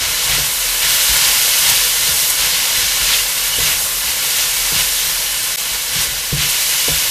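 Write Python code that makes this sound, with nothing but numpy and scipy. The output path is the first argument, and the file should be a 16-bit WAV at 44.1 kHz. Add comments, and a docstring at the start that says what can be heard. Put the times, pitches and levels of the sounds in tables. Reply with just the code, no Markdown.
"""A home kitchen: chopped vegetables fry in a steel wok while a soft spatula turns them over.
Countless tiny steam bubbles burst in the oil, juice boils and water drops spit.
Each stroke pushes wet pieces onto hot metal, where they sear louder.
The spatula rubs and knocks the wok, pieces tumble back, and a fan hums underneath."""
import sys
import numpy as np
from scipy import signal
from scipy.fft import rfft, irfft
from scipy.io import wavfile

SR = 44100
rng = np.random.default_rng(int(sys.argv[2]) if len(sys.argv) > 2 else 0)


def wav_record(signal):
    """Record a signal, one row per channel, as 16-bit PCM in the file named by sys.argv[1]."""
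    frames = np.transpose(np.atleast_2d(signal))
    bounded = np.clip(frames, -1, 1)
    # unit amplitude maps onto the largest positive 16-bit level
    quanta = np.round(bounded * 32767).astype(np.int16)
    wavfile.write(sys.argv[1], SR, quanta)


N = 313110
TIME = np.arange(N) / SR
HZ = np.fft.rfftfreq(N, 1 / SR)

# Spatula strokes. Each row: middle in seconds, length in seconds, sear flare in dB, tumble in dB.
STROKES = [(0.026, 0.23, -24, -32.5), (.355, 0.22, -21, -30.5), (0.88, 0.17, -23, -38),
           (1.24, 0.25, -18.5, -41.5), (1.69, 0.13, -18, -32.5), (2.064, .15, -22, -37.5),
           (2.44, 0.13, -21.5, -41), (2.794, 0.2, -22, -35), (3.128, 0.19, -18.5, -48),
           (3.661, 0.21, -17.6, -32), (4.088, 0.15, -21.5, -40), (4.41, 0.12, -20, -40),
           (4.787, 0.095, -16.2, -32), (5.093, 0.05, -25, -36), (5.416, 0.095, -43, -35),
           (5.74, .07, -22.5, -34.5), (5.991, .16, -19, -33), (6.43, 0.17, -21.5, -36)]
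# Spatula knocks. Each row: start in seconds, blow in dB, centre of the blow in Hz, rocking in dB.
KNOCKS = [(0.283, -26, 90, -35), (0.377, -23.5, 362, -36), (1.095, -19.5, 55, -33), (1.7, -25, 65, -30.5),
          (2.076, -27, 220, -18), (2.454, -28, 200, -24), (3.003, -19.5, 56, -34.5),
          (3.582, -22.5, 325, -17), (3.706, -31, 55, -38), (3.802, -33, 1000, -42),
          (4.716, -20.5, 200, -22), (5.949, -23, 129, -23), (6.065, -21, 52, -31), (6.322, -11.5, 168, -15),
          (6.878, -15, 312, -10)]


def fizz(stir_power, stroke_db=-5):
    """Fine bubbles snap all over the oiled steel, with sharper crackles among them."""
    # Fizz spectrum. Each row: frequency in Hz, relative level in dB.
    shape = [(300, -30), (500, -7), (1200, -10.5), (2500, -7), (5000, 0.5), (8000, 2), (11000, 3),
             (14500, 1.5), (15500, -63)]
    # Fizz apart from the strokes. Each row: time in seconds, level in dB.
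    base_level = [(0, -24.3), (.22, -20), (.28, -19.5), (.86, -19), (.9, -16), (1.84, -16), (1.97, -17.5),
                  (2.3, -16), (2.33, -19), (3.54, -19.5), (3.83, -18), (4.02, -21), (4.3, -19), (4.88, -19),
                  (5.76, -21.5), (6.39, -23.5), (6.5, -18), (7.1, -17.5)]
    pops = bursts(per_s=30000, spread_db=0)
    pops += amp(-10) * bubbles(per_s=3100, spread_db=5.5, low_hz=4300, high_hz=15900, cycles=1.2)
    level = np.sqrt(amp(curve(base_level)) ** 2 + amp(stroke_db) ** 2 * stir_power)
    flicker = amp(0.55 * wander(hz=25))
    return level * flicker * colour(pops, spectrum(shape) + bowl_db())


def sear(stir_power, wet_power, rest_db=-25.5):
    """Wet faces land on hot metal and spit in larger, lower bubbles."""
    # Sear spectrum. Each row: frequency in Hz, relative level in dB.
    shape = [(300, -32), (800, -14.5), (1400, -10), (2200, -2), (3200, -0.5), (4500, -1.5), (6500, -3.5),
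             (9000, -11), (15000, -46)]
    pops = bursts(per_s=24000, spread_db=0.8)
    pops += amp(-7.5) * bubbles(per_s=3000, spread_db=1.5, low_hz=1530, high_hz=9070, cycles=2.95)
    level = np.sqrt(amp(rest_db) ** 2 + wet_power + stir_power)
    flicker = amp(0.4 * wander(hz=24))
    return level * flicker * colour(pops, spectrum(shape) + bowl_db())


def juice(stir_power, wet_power, rest_db=-33, landing_db=-17.5, stroke_db=-12):
    """Juice boils under the heap in the largest, dullest bubbles, and slowly boils away."""
    # Boiling spectrum. Each row: frequency in Hz, relative level in dB.
    shape = [(200, -8), (380, -6.5), (460, -4.5), (750, -3.5), (1100, 0.5), (1600, -1), (2200, -1.5),
             (3200, -4), (6000, -19)]
    fresh_db, boil_off_db_per_s = 3, 0.4
    pops = bursts(per_s=9000, spread_db=1.5)
    pops += amp(-7) * bubbles(per_s=1200, spread_db=1.5, low_hz=448, high_hz=3080, cycles=3)
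    power = amp(rest_db) ** 2 + amp(landing_db) ** 2 * wet_power + amp(stroke_db) ** 2 * stir_power
    drift = amp(fresh_db - boil_off_db_per_s * TIME + 0.61 * wander(hz=8.5))
    return np.sqrt(power) * drift * colour(pops, spectrum(shape) + bowl_db())


def stirring():
    """Power of the flare that rises and falls with each stroke."""
    return sum((amp(db) * swell(s, length_s)) ** 2 for s, length_s, db, _ in STROKES)


def wetting(attack_s=0.021, heating_db_per_s=1.5, drying_s=0.31):
    """Sear power of wet pieces: it starts at once, grows as they heat, fades as they dry."""
    # Landings on bare steel. Each row: start in seconds, seconds until dry or lifted, sear in dB.
    landings = [(0, 0.35, -21.5), (.6, 0.32, -24), (.808, 1.0, -18.5), (2.0, 0.24, -22.5),
                (2.37, 0.74, -20), (3.36, .18, -24.5), (4.17, 0.9, -22.5), (5.3, 0.91, -27.5),
                (6.04, 0.16, -34.5), (6.365, 0.88, -20.5)]
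    power = np.zeros(N)
    for s, hold_s, db in landings:
        attack = np.minimum(since(s) / attack_s, 1)
        heating = amp(db + heating_db_per_s * since(s))
        drying = np.exp(-since(s + hold_s) / drying_s)
        power += (attack * heating * drying) ** 2
    return power


def bowl_db():
    """Peaks and hollows that the wok's bowl puts on sounds made inside it."""
    # Each row: centre in Hz, width in Hz, gain in dB.
    bands = [(388, 19, -13), (723, 36, -7.5), (1026, 85, 1.5), (1247, 100, -4.5), (1450, 72, 3),
             (1760, 120, 2), (1935, 78, -6), (1987, 53, 5), (2290, 76, 3), (2394, 100, -6), (2932, 92, 4),
             (3060, 70, 0), (4080, 170, 2.5), (4280, 120, -2), (5140, 140, -0.5)]
    return sum(db * np.exp(-2 * ((HZ - hz) / width_hz) ** 2) for hz, width_hz, db in bands)


def spits():
    """Water drops flash to steam in short bright sprays."""
    # Drops in the oil. 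Each row: start in seconds, length in seconds, level in dB.
    drops = [(1.35, .05, -22), (1.684, 0.025, -13), (2.299, 0.0084, -11), (6.005, 0.047, -18)]
    # Spray spectrum. Each row: frequency in Hz, relative level in dB.
    shape = [(2000, -22), (6000, -6), (9000, -3), (16000, -9)]
    gate = np.zeros(N)
    for s, length_s, db in drops:
        add(gate, s, amp(db) * signal.windows.tukey(round(length_s * SR), 0.3))
    return gate * colour(bursts(per_s=4800, spread_db=-2), spectrum(shape))


def rubs():
    """Quick uneven slips of the blade feed one resonance: narrow it sings, wide it rasps."""
    # Each row: middle in seconds, length in seconds, resonance in Hz, half-width in Hz, level in dB.
    contacts = [(0.344, .06, 2000, 450, -21), (0.865, 0.08, 2000, 350, -24), (0.877, 0.11, 2020, 50, -30),
                (1.73, .04, 3280, 150, -30), (1.98, 0.16, 1440, 50, -43), (2.54, 0.057, 4180, 250, -25),
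                (3.137, 0.03, 3280, 600, -14.5), (3.54, 0.061, 2980, 120, -23),
                (3.71, 0.12, 2410, 500, -25), (4.78, 0.038, 2820, 300, -24.5),
                (5.274, 0.089, 2900, 60, -30), (6.42, 0.098, 2380, 500, -25)]
    out = np.zeros(N)
    for s, length_s, hz, width_hz, db in contacts:
        resonance_db = -20 * np.log10(1 + ((HZ - hz) / width_hz) ** 2)
        slips = colour(bursts(per_s=2300, spread_db=-1), resonance_db)
        out += amp(db) * swell(s, length_s) * slips
    return out


def knocks(rock_delay_s=0.0252):
    """Each knock of the spatula is followed by the low thud of the wok rocking back on the hob."""
    out = np.zeros(N)
    thud = blow(centre_hz=78.5, octaves=0.43)
    for s, db, centre_hz, rock_db in KNOCKS:
        octaves = min(0.54 * centre_hz / 58.6, 0.94)  # higher-pitched blows reach a wider range of modes
        add(out, s, amp(db) * blow(centre_hz, octaves))
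        add(out, s + rock_delay_s, amp(rock_db) * thud)
    return out


def blow(centre_hz, octaves, rise_s=0.0028):
    """One blow rings the wok's modes: soft pushes the low ones, edge taps the high ones."""
    # Wok on the hob. Each row: frequency in Hz, relative level in dB, T60 in seconds.
    modes = [(45.5, -6.5, 0.52), (64, -8, 0.32), (76, -13, 0.14), (134, -2.5, 0.17), (153.4, -4.5, 0.38),
             (185, -8, 0.11), (270, -9, 0.09), (331, -12.5, 0.12), (400, 0, 0.036), (474, 2, 0.083),
             (553, -9, 0.33), (684, -7, 0.28), (715, -11, 0.25), (760, -9, .12), (1070, -10, 0.099)]
    t = np.arange(SR // 2) / SR
    ring = np.zeros(len(t))
    for k, (hz, db, t60_s) in enumerate(modes):
        drive = (-1) ** k * np.exp(-0.5 * (np.log2(hz / centre_hz) / octaves) ** 2)
        ring += drive * amp(db - 60 * t / t60_s) * np.sin(2 * np.pi * hz * t)
    return ring * (1 - np.exp(-t / rise_s))


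def tumble(lead_s=0.014, jolt_db=-14.5, settle_s=0.12):
    """Soft pieces roll and drop against the wok as a stroke shoves the heap or a blow shakes it."""
    # Tumbling spectrum. Each row: frequency in Hz, relative level in dB.
    shape = [(20, -12), (45, 5.5), (70, 1), (95, -3.5), (145, 0.5), (200, -11), (350, -15), (600, -26),
             (1500, -32)]
    # The pieces move just before they sear.
    push = sum(amp(db) * swell(s - lead_s, length_s) for s, length_s, _, db in STROKES)
    jolt = sum(amp(db + jolt_db) * (TIME > s) * np.exp(-since(s) / settle_s) for s, db, _, _ in KNOCKS)
    return np.hypot(push, jolt) * colour(bursts(per_s=1500, spread_db=0.5), spectrum(shape))


def kitchen(x, t60_s=0.21, count=4, echoes_per_s=2000, gap_s=0.004):
    """Sparse reflections from cupboards and walls; their paths shift as the food and the cook move."""
    t, out = np.arange(SR // 2) / SR, np.zeros(N)
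    shares = np.array([wander(hz=5.3) for _ in range(count)])
    for share in shares / np.linalg.norm(shares, axis=0):
        echoes = rng.choice([-1, 1], len(t)) * (rng.random(len(t)) < echoes_per_s / SR)
        taps = echoes * (t > gap_s) * amp(-60 * t / t60_s)
        out += signal.oaconvolve(x * share, taps / np.linalg.norm(taps))[:N]
    return out


def fan(air_db=-40, hum_hz=41, hum_db=-45):
    """Steady rush of air with a low, wavering hum."""
    # Air spectrum. Each row: frequency in Hz, relative level in dB.
    shape = [(15, -36), (30, -9), (42, 13.5), (58, -8), (100, -6.5), (145, 0), (220, -11), (320, -9.5),
             (380, -26.5), (465, -1.5), (700, -16.5), (1100, -15), (3000, -50), (12000, -52)]
    hum = np.sin(2 * np.pi * hum_hz * TIME + 0.53 * wander(hz=2.6))
    hum *= amp(hum_db + 1.6 * wander(hz=3.3))
    return amp(air_db) * colour(rng.standard_normal(N), spectrum(shape)) + hum


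def bubbles(per_s, spread_db, low_hz, high_hz, cycles, count=24):
    """Bursting bubbles of many sizes, each ringing for a few cycles; rms 1."""
    t, out = np.arange(512) / SR, np.zeros(N)
    for hz in np.geomspace(low_hz, high_hz, count):
        ring = np.sin(2 * np.pi * hz * t) * np.exp(-t * hz / cycles)
        out += hz * signal.oaconvolve(bursts(per_s / count, spread_db), ring)[:N]
    return unit_rms(out)


def bursts(per_s, spread_db):
    """Random train of tiny pops, rms 1; a positive spread makes a few larger, a negative one smaller."""
    size = amp(spread_db * np.minimum(rng.exponential(1, N), 4))
    return unit_rms(size * rng.choice([-1, 1], N) * (rng.random(N) < per_s / SR))


def amp(db):
    """Decibels to gain."""
    return 10 ** (np.asarray(db) / 20)


def unit_rms(x):
    """Scales to rms 1."""
    return x / np.sqrt(np.mean(x ** 2) + 1e-20)


def curve(points):
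    """Joins (seconds, value) points over time."""
    return np.interp(TIME, *np.transpose(points))


def spectrum(points):
    """Joins (Hz, dB) points on a log-frequency axis."""
    hz, db = np.transpose(points)
    return np.interp(np.log(HZ + 1), np.log(hz), db)


def colour(x, db):
    """Filters x by a dB spectrum; rms 1."""
    return unit_rms(irfft(rfft(x) * amp(db), N))


def wander(hz):
    """Random drift up to about hz; rms 1."""
    return unit_rms(irfft(rfft(rng.standard_normal(N)) / (1 + (HZ / hz) ** 4), N))


def swell(s, length_s):
    """Smooth rise and fall around time s."""
    return np.exp(-(2 * (TIME - s) / length_s) ** 2)


def since(s):
    """Seconds since s, zero before."""
    return np.maximum(TIME - s, 0)


def add(mix, s, sound):
    """Mixes a sound in at time s."""
    part = mix[max(round(s * SR), 0):][:len(sound)]
    part += sound[:len(part)]


def scene():
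    """The wok straight ahead, its reflections and the fan, the same in both ears."""
    stir_power, wet_power = stirring(), wetting()
    frying = fizz(stir_power) + sear(stir_power, wet_power) + juice(stir_power, wet_power) + spits()
    wok = frying + rubs() + tumble() + knocks()
    mono = wok + amp(-11) * kitchen(wok) + fan()
    return np.array([mono, mono])


def record(dry, ceiling=0.85, cutoff_hz=15300):
    """Rounds the tallest peaks, dips the level once, briefly, and cuts the top treble."""
    # Level dip. Each row: time in seconds, gain in dB.
    dip = [(5.559, -0.5), (5.561, -14), (5.5655, -30), (5.571, -8), (5.582, -1)]
    rounded = dry / (1 + (dry / ceiling) ** 8) ** (1 / 8)
    low_pass = signal.firwin(255, cutoff_hz, window=("kaiser", 9), fs=SR)
    return signal.oaconvolve(rounded * amp(curve(dip)), low_pass[None], "same")


dry = scene()
out = record(dry)
wav_record(out)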